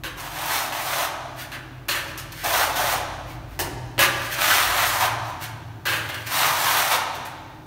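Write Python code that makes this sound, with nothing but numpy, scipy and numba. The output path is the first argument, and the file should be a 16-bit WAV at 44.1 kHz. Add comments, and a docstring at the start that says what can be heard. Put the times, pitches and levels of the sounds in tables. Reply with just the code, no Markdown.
"""A bare, echoing bathroom: a notched steel trowel combs tile adhesive up a cement wall in four long strokes.
The teeth catch and slip, shaking the mortar-damped blade, while sand is crushed under the edge.
Between strokes the blade clatters, rings and smears mortar as it is reloaded and set back on the wall.
A faint hum and a low rumble fill the room. Mono."""
import sys
import numpy as np
from scipy import signal
from scipy.fft import rfft, irfft
from scipy.io import wavfile
from scipy.ndimage import uniform_filter1d
from numba import njit

SR = 44100
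rng = np.random.default_rng(int(sys.argv[2]) if len(sys.argv) > 2 else 0)


def dump(signal):
    """Clip the signal to [-1, 1] and save it as 16-bit WAV at the path in sys.argv[1]."""
    limited = np.clip(np.atleast_2d(signal).T, -1, 1)
    pcm = np.round(limited * 32767).astype(np.int16)
    wavfile.write(sys.argv[1], SR, pcm)


N = 337805
TIME = np.arange(N) / SR

# Steel edge scraping in mortar. Each row: frequency in Hz, relative density in dB.
EDGE_SPECTRUM = [(600, -31), (1100, -21), (1500, 0.5), (1850, 0.5), (2150, -1.5), (2800, -4), (3600, -6),
                 (4400, -9), (5200, -23.5), (9000, -53)]
# Crushed sand. Each row: frequency in Hz, relative density in dB.
SAND_SPECTRUM = [(1500, -20.5), (3500, -1), (5000, 2), (5900, 3.5), (7000, 0.5), (7800, -1), (8700, 1),
                 (9600, 0), (10400, -4.5), (11500, 0), (13500, 1.5), (15500, -2)]


def from_db(db):
    """Decibels to gain."""
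    return 10 ** (np.asarray(db) / 20)


def unit_rms(x):
    """Scale to rms 1."""
    return x / np.sqrt(np.mean(x ** 2) + 1e-20)


def at_hz(points, hz):
    """Interpolate each column on a log-frequency axis."""
    known_hz, *columns = np.transpose(points)
    return [np.interp(np.log(np.maximum(hz, 1)), np.log(known_hz), c) for c in columns]


def through(x, response):
    """Convolve with a response scaled to unit energy."""
    return signal.fftconvolve(x, response / np.linalg.norm(response))[:N]


def coloured(x, spectrum, size=4096):
    """Minimum-phase filter; white input keeps its power."""
    level_db, = at_hz(spectrum, np.fft.rfftfreq(size, 1 / SR))
    cepstrum = irfft(np.log(from_db(level_db)))
    cepstrum[size // 2:] = 0
    return through(x, irfft(np.exp(2 * rfft(cepstrum))))


def drift(rate_hz):
    """Smooth random wander; rms 1."""
    slow = rfft(rng.standard_normal(N)) / (1 + (np.fft.rfftfreq(N, 1 / SR) / rate_hz) ** 2)
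    return unit_rms(irfft(slow, N))


def grains(per_s, spread_db):
    """Random clicks of uneven size and sign; rms 1."""
    sizes = from_db(spread_db * np.minimum(rng.exponential(1, N), 4)) * rng.choice([-1, 1], N)
    return unit_rms(sizes * (rng.random(N) < per_s / SR))


def resonant_noise(modes):
    """Noise in narrow resonances, levelled to rms 1."""
    hz = np.fft.rfftfreq(N, 1 / SR)
    shape = sum(from_db(db) / np.sqrt(width_hz) / (1 + ((hz - centre_hz) / width_hz) ** 2)
                for centre_hz, width_hz, db in modes)
    noise = irfft(rfft(rng.standard_normal(N)) * shape, N)
    return noise / np.sqrt(uniform_filter1d(noise ** 2, size=SR // 8))


def rumble():
    """Far rumble booming in the building's low resonances."""
    # Each row: centre in Hz, width in Hz, relative level in dB.
    deep_modes = [(49.8, 2.8, 6), (59.7, 6.8, -4)]
    boom_modes = [(90.3, 2.6, -1.5), (110, 8.3, -8.5), (133.5, 28, -6)]
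    # Envelopes. Each row: time in seconds, relative level in dB.
    deep_levels = [(0.0, -53), (0.04, -41.5), (0.72, -53), (3.62, -39.5), (4.54, -51), (4.69, -39.5),
                   (5.25, -52), (6.36, -58), (7.66, -52)]
    boom_levels = [(0, -49.5), (1.6, -51), (2.2, -44.5), (4.4, -43), (6.1, -41), (6.5, -46.5),
                   (7.66, -49.5)]
    deep = from_db(np.interp(TIME, *np.transpose(deep_levels)) - 2.0) * resonant_noise(deep_modes)
    boom = from_db(np.interp(TIME, *np.transpose(boom_levels))) * resonant_noise(boom_modes)
    return deep + boom


def drone():
    """A low tone that swells and sags in pitch."""
    # Each row: time in seconds, pitch in Hz, level in dB.
    track = [(0, 126, -47.5), (1.0, 129.6, -49), (1.6, 125.2, -41), (2.7, 125.3, -46.5), (4.1, 118, -33.5),
             (4.62, 114, -50), (5.1, 115.1, -37.5), (6.2, 112.4, -38.5), (6.45, 130.4, -44.5),
             (7.66, 129.2, -52)]
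    times_s, hz, db = np.transpose(track)
    cycles = np.cumsum(np.interp(TIME, times_s, hz) + 2.29 * drift(8.24)) / SR
    return from_db(np.interp(TIME, times_s, db) + 2.8 * drift(6.4)) * np.sin(2 * np.pi * cycles)


def hum():
    """Faint tones wavering in level and phase."""
    # Each row: frequency in Hz, level in dB.
    tones = [(152, -51.5), (252, -59), (273, -57), (314, -54)]
    return sum(from_db(db + 3.3 * drift(1.4)) * np.sin(2 * np.pi * hz * TIME + 1.2 * drift(1.3))
               for hz, db in tones)


def air(level_db=-47.5):
    """Steady noise of still air."""
    # Each row: frequency in Hz, relative density in dB.
    spectrum = [(30, -32), (60, -10.5), (150, -0.5), (205, -7), (320, 2.5), (450, -11), (800, -7),
                (1500, -17.5), (4000, -28), (9000, -35), (15500, -30)]
    return from_db(level_db) * coloured(rng.standard_normal(N), spectrum)


def bathroom(dry, early_t60_s=0.3, spots_per_s=42, spots=8, size=3 * SR // 2):
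    """Direct sound, dense reflections off near walls, and a long tail weaker in the treble."""
    # Each row: frequency in Hz, tail T60 in seconds, tail and early reflections in dB re direct sound.
    reverb = [(150, 1.7, 21.5, -5), (396, 1.66, 6, -15), (890, 1.77, 4.5, 0), (2040, 1.47, 2, 5),
              (4050, 1.45, -2, 0), (8050, 0.99, -2.5, 3), (15100, 1, -31, -3.5)]
    t = np.arange(size) / SR
    edges_hz = np.geomspace(90, 18000, 12)
    white = rng.standard_normal((2, spots, size)) / np.sqrt(SR)
    responses, balance = 1.0 * (t == 0), []
    for k, (low, high) in enumerate(zip(edges_hz, edges_hz[1:])):
        hz = np.sqrt(low * high)
        tail_t60_s, tail_db, early_db = at_hz(reverb, hz)
        power = sum(from_db(2 * (db - 60 * t / t60_s)) * np.log(1e6) / t60_s
                    for t60_s, db in [(tail_t60_s, tail_db), (early_t60_s, early_db)])
        band = signal.butter(2, [low, high], "band", fs=SR, output="sos")
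        responses = responses + signal.sosfilt(band, white[k % 2] * np.sqrt(power) * (t > .002))
        balance.append((hz, -10 * np.log10(1 + power.sum() / SR)))
    dry = coloured(dry, balance)  # offsets the room's overall colour
    # As the trowel travels, one reflection pattern fades into the next.
    distance = (spots_per_s * TIME - np.arange(spots)[:, None]) % spots - spots / 2
    shares = np.maximum(1 - np.abs(distance), 0) ** 0.59
    return sum(through(dry * share, response) for share, response in zip(shares, responses))


def wipes():
    """Wet mortar smears without ringing the blade: soft touches, and uneven rubbing on loading."""
    # Each row: peak time in seconds, half-length in seconds, relative level in dB.
    swells = [ (1.408, 0.034, -28), (2.433, 0.082, -30), (3.305, 0.035, -38.5), (3.532, 0.047, -44.5),
              (4.332, 0.019, -21), (5.280, 0.047, -38), (5.435, 0.024, -24.5), (6.276, 0.015, -23),
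              (7.155, 0.013, -31)]
    # Each row: start in seconds, end in seconds, relative level in dB.
    loadings = [(1.96, 2.12, -38.5), (4.06, 4.41, -33.5), (5.986, 6.25, -37.5)]
    touches = sum(from_db(db) * np.exp(-((TIME - peak_s) / half_s) ** 2) for peak_s, half_s, db in swells)
    rubbing = sum(from_db(db) * ((TIME > start_s) & (TIME < end_s)) for start_s, end_s, db in loadings)
    rubbing *= from_db(-2 * drift(15))
    smear = (touches + rubbing) * grains(per_s=4000, spread_db=0.5)
    grit = from_db(-4) * coloured(smear, SAND_SPECTRUM)
    return from_db(-4.0) * (coloured(smear, EDGE_SPECTRUM) + grit)


def struck(modes, start_s, spot_hz, favour_db, rise_s=0.0075):
    """Decaying modes; the strike spot favours those near spot_hz."""
    t = np.arange(SR) / SR
    hz, db, t60_s = np.transpose(modes)[:, :, None]
    db = db + favour_db * np.exp(-(np.log2(hz / spot_hz) * 6) ** 2)
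    partials = from_db(db - 60 * t / t60_s) * np.sin(2 * np.pi * hz * t)
    ring = rng.choice([-1, 1], len(hz)) @ partials
    build_up = 1 - np.exp(-t / rise_s)
    return np.pad(ring * build_up, (round(start_s * SR), N))[:N]


def knocks(impact_boost=0.3, impact_s=0.011, usual_drag_s=0.1):
    """The blade lands sharply, then drags in chattering contacts. Returns blows and ringing."""
    # Each row: start and drag length in seconds; steel, sand and thud in relative dB; favoured Hz.
    hits = [ (0.036, 0.049, -28.5, -41, -42, 1520), (0.723, 0.01, -30, -42, -50, 1600),
            (1.518, 0.044, -31.5, -45.5, -50, 1850), (1.884, 0.055, -22.5, -29, -37.5, 4480),
            (1.948, 0.054, -27, -38, -60, 1810), (2.176, 0.032, -35.5, -36.5, -60, 1900),
            (2.32, 0.013, -36, -39.5, -55, 1070), (2.44, 0.017, -30, -30, -46, 700),
            (2.758, 0.016, -30, -32, -33, 1500), (3.591, 0.036, -28.5, -27, -21.5, 325),
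            (3.98, 0.012, -26, -43, -21, 550), (3.991, 0.067, -14, -22, -40, 1083),
            (5.854, 0.13, -22.5, -33.5, -36.5, 1620), (6.09, 0.02, -28, -42, -60, 3100),
            (6.143, 0.01, -26.5, -39, -60, 1580), (7.252, 0.022, -39, -41.5, -70, 3500)]
    # Free blade in the room; dull ring under it. Each row: pitch in Hz, relative dB, T60 in seconds.
    blade_modes = [(378, -7, 1.0), (548, -6, .65), (615, -12, .5), (856, -6, .7), (1060, -8, .4),
                   (1178, -4, 1.1), (1310, -9, .45), (1505, -5, .6), (1625, -3, 1.0), (1765, -4, .7),
                   (2140, -5, .4), (2575, -3, .5), (2785, 0, .5), (2968, -1, .4), (3330, -2, .35),
                   (4092, 4, .25), (4365, 1, .22), (5290, -6, .2)]
    hollow_modes = [(303, 0, 0.31), (343, -2, 0.63), (364, -15, .45)]
    # Dry crack; hollow thud. Each row: frequency in Hz, relative density in dB.
    crack_spectrum = [(250, -35.5), (460, -11), (560, 6), (750, -1.5), (1150, 4.5), (1700, 7), (2200, 2.5),
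                      (2900, 4), (3600, -2), (4400, -3.5), (5200, -14), (9000, -19.5)]
    thud_spectrum = [(120, -0.5), (240, -15), (325, 7), (380, -1.5), (460, -8), (800, -1.5), (1400, -24),
                     (4000, -78)]
    force, ringing = np.zeros((3, N)), np.zeros(N)
    for start_s, drag_s, steel_db, sand_db, thud_db, spot_hz in hits:
        age_s = np.maximum(TIME - start_s, 0)
        contact = (TIME >= start_s) * np.exp(-np.minimum(age_s / drag_s, 3) ** 4)
        landing = 1 + impact_boost * np.exp(-age_s / impact_s)
        force += from_db([[steel_db], [sand_db], [thud_db]]) * contact * landing
        drive = np.sqrt(drag_s / usual_drag_s)  # a longer drag feeds in more energy
        ringing += drive * from_db(steel_db - 12) * struck(blade_modes, start_s, spot_hz, favour_db=11)
        ringing += drive * from_db(thud_db - 11) * struck(hollow_modes, start_s, spot_hz, favour_db=4)
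    steel, sand, hollow = force
    chatter = grains(per_s=3900, spread_db=4.5)
    crack = from_db(1.5) * coloured(steel * chatter, crack_spectrum)
    grit = from_db(2.5) * coloured(sand * grains(per_s=8200, spread_db=-1.5), SAND_SPECTRUM)
    thud = from_db(0.5) * coloured(hollow * chatter, thud_spectrum)
    return crack + grit + thud, ringing


@njit
def moving_resonance(x, radians, radius):
    """Two-pole band-pass with a gliding centre; peak gain 1."""
    y = np.zeros(len(x))
    for i in range(2, len(x)):
        drive = (1 - radius ** 2) / 2 * (x[i] - x[i - 2])
        y[i] = drive + 2 * radius * np.cos(radians[i]) * y[i - 1] - radius ** 2 * y[i - 2]
    return y


def pressed_blade(slips, glide, width_hz=360):
    """The mortar-damped blade rasps, with one broad, gliding resonance."""
    # Each row: frequency in Hz, relative density in dB.
    rasp_spectrum = [(150, -34), (280, -15), (400, -11), (480, -12.5), (570, -4), (700, 1.5), (1000, 1.5),
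                     (1270, 1), (1600, -16.5), (2500, -44), (6000, -55)]
    body = coloured(slips, rasp_spectrum)
    hz = np.interp(TIME, *np.transpose(glide))
    resonance = moving_resonance(body, 2 * np.pi * hz / SR, np.exp(-np.pi * width_hz / SR))
    return body + from_db(-2.0) * resonance


def strokes(landing_s=0.028, lifting_s=0.054, release_s=0.028, usual_db=-27, usual_hz=886):
    """Teeth catch and slip, shaking the blade, as the edge crushes sand; pressure drives every layer."""
    # One list a stroke. Each point: time in seconds, pressure as a relative level in dB.
    pressures = [
        [(0.19, -37.5), (0.272, -39), (0.282, -40.5), (0.562, -27), (0.718, -41.5), (0.726, -34.5),
         (1.01, -29.5), (1.05, -31)],
        [(2.448, -31.5), (2.564, -26), (2.634, -27), (2.682, -38.5), (2.752, -38), (2.764, -31), (2.926, -29),
         (2.98, -36)],
        [(4.412, -26.5), (4.554, -23.5), (4.736, -32), (4.8, -25.5), (4.998, -32), (5.006, -26), (5.06, -29.5)],
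        [(6.345, -26), (6.431, -25), (6.513, -30), (6.785, -25), (6.871, -30), (6.933, -25), (6.96, -28.5)],
    ]
    # Each row: bite time in seconds; blade shake over sand, landing judder and lifting judder in dB;
    # blade resonance at the bottom and at the top in Hz.
    gestures = [ (0.049, 2, 0, 4.5, 850, 630), (0.024, 3, 13.5, 4, 530, 490),
                (0.074, 2, 7.5, 11, 1430, 860), (0.093, 1.5, 1.5, 6.5, 1030, 900)]
    # Layer responses. Each: offset in dB, then dB per pressure dB, per resonance octave, per judder dB.
    rasp_law = (-0.91, 1.11, -1.05, 0.73)
    edge_law = (0.64, 1.15, 1.8, 0.35)
    sand_law = (-0.29, 1.23, -0.4, 0.0025)
    force, glide = np.zeros((3, N)), []
    for pressure, gesture in zip(pressures, gestures):
        bite_s, shake_db, landing_db, lifting_db, bottom_hz, top_hz = gesture
        times_s, pressure_db = np.transpose(pressure)
        start_s, end_s = times_s[0], times_s[-1]
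        glide += [(start_s, bottom_hz), (end_s, top_hz)]  # the blade tilts on the way up
        contact = np.interp(TIME, [start_s - bite_s, start_s, end_s, end_s + release_s], [0, 1, 1, 0]) ** 2
        push_db = np.interp(TIME, times_s, pressure_db) - usual_db
        octaves = np.log2(np.interp(TIME, [start_s, end_s], [bottom_hz, top_hz]) / usual_hz)
        judder_db = np.interp(TIME, [start_s, start_s + landing_s, end_s - lifting_s, end_s],
                              [landing_db, 0, 0, lifting_db])
        layers_db = np.array([db + per_push * push_db + per_octave * octaves + per_judder * judder_db
                              for db, per_push, per_octave, per_judder in (rasp_law, edge_law, sand_law)])
        force += contact * from_db(usual_db + layers_db + [[shake_db], [shake_db], [0]])
    rasp, edge, sand = force * from_db(drift(39))  # lumps make the blade judder
    slips = grains(per_s=2000, spread_db=3.5) * from_db(1.1 * drift(16.5))  # the teeth bite unevenly
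    scrape = from_db(1.0) * coloured(slips * edge, EDGE_SPECTRUM)
    grit = from_db(2.5) * coloured(sand * grains(per_s=5000, spread_db=1.0), SAND_SPECTRUM)
    return pressed_blade(slips * rasp, glide) + scrape + grit


def scene():
    """Trowel in the room over the background; both channels alike."""
    blows, ringing = knocks()
    trowel = bathroom(strokes() + blows + wipes()) + ringing
    return np.tile(trowel + rumble() + drone() + hum() + air(), (2, 1))


def record(dry, cutoff_hz=15700):
    """Steep low-pass."""
    return signal.sosfilt(signal.ellip(12, .1, 80, cutoff_hz, fs=SR, output="sos"), dry)


dry = scene()
out = record(dry)
dump(out)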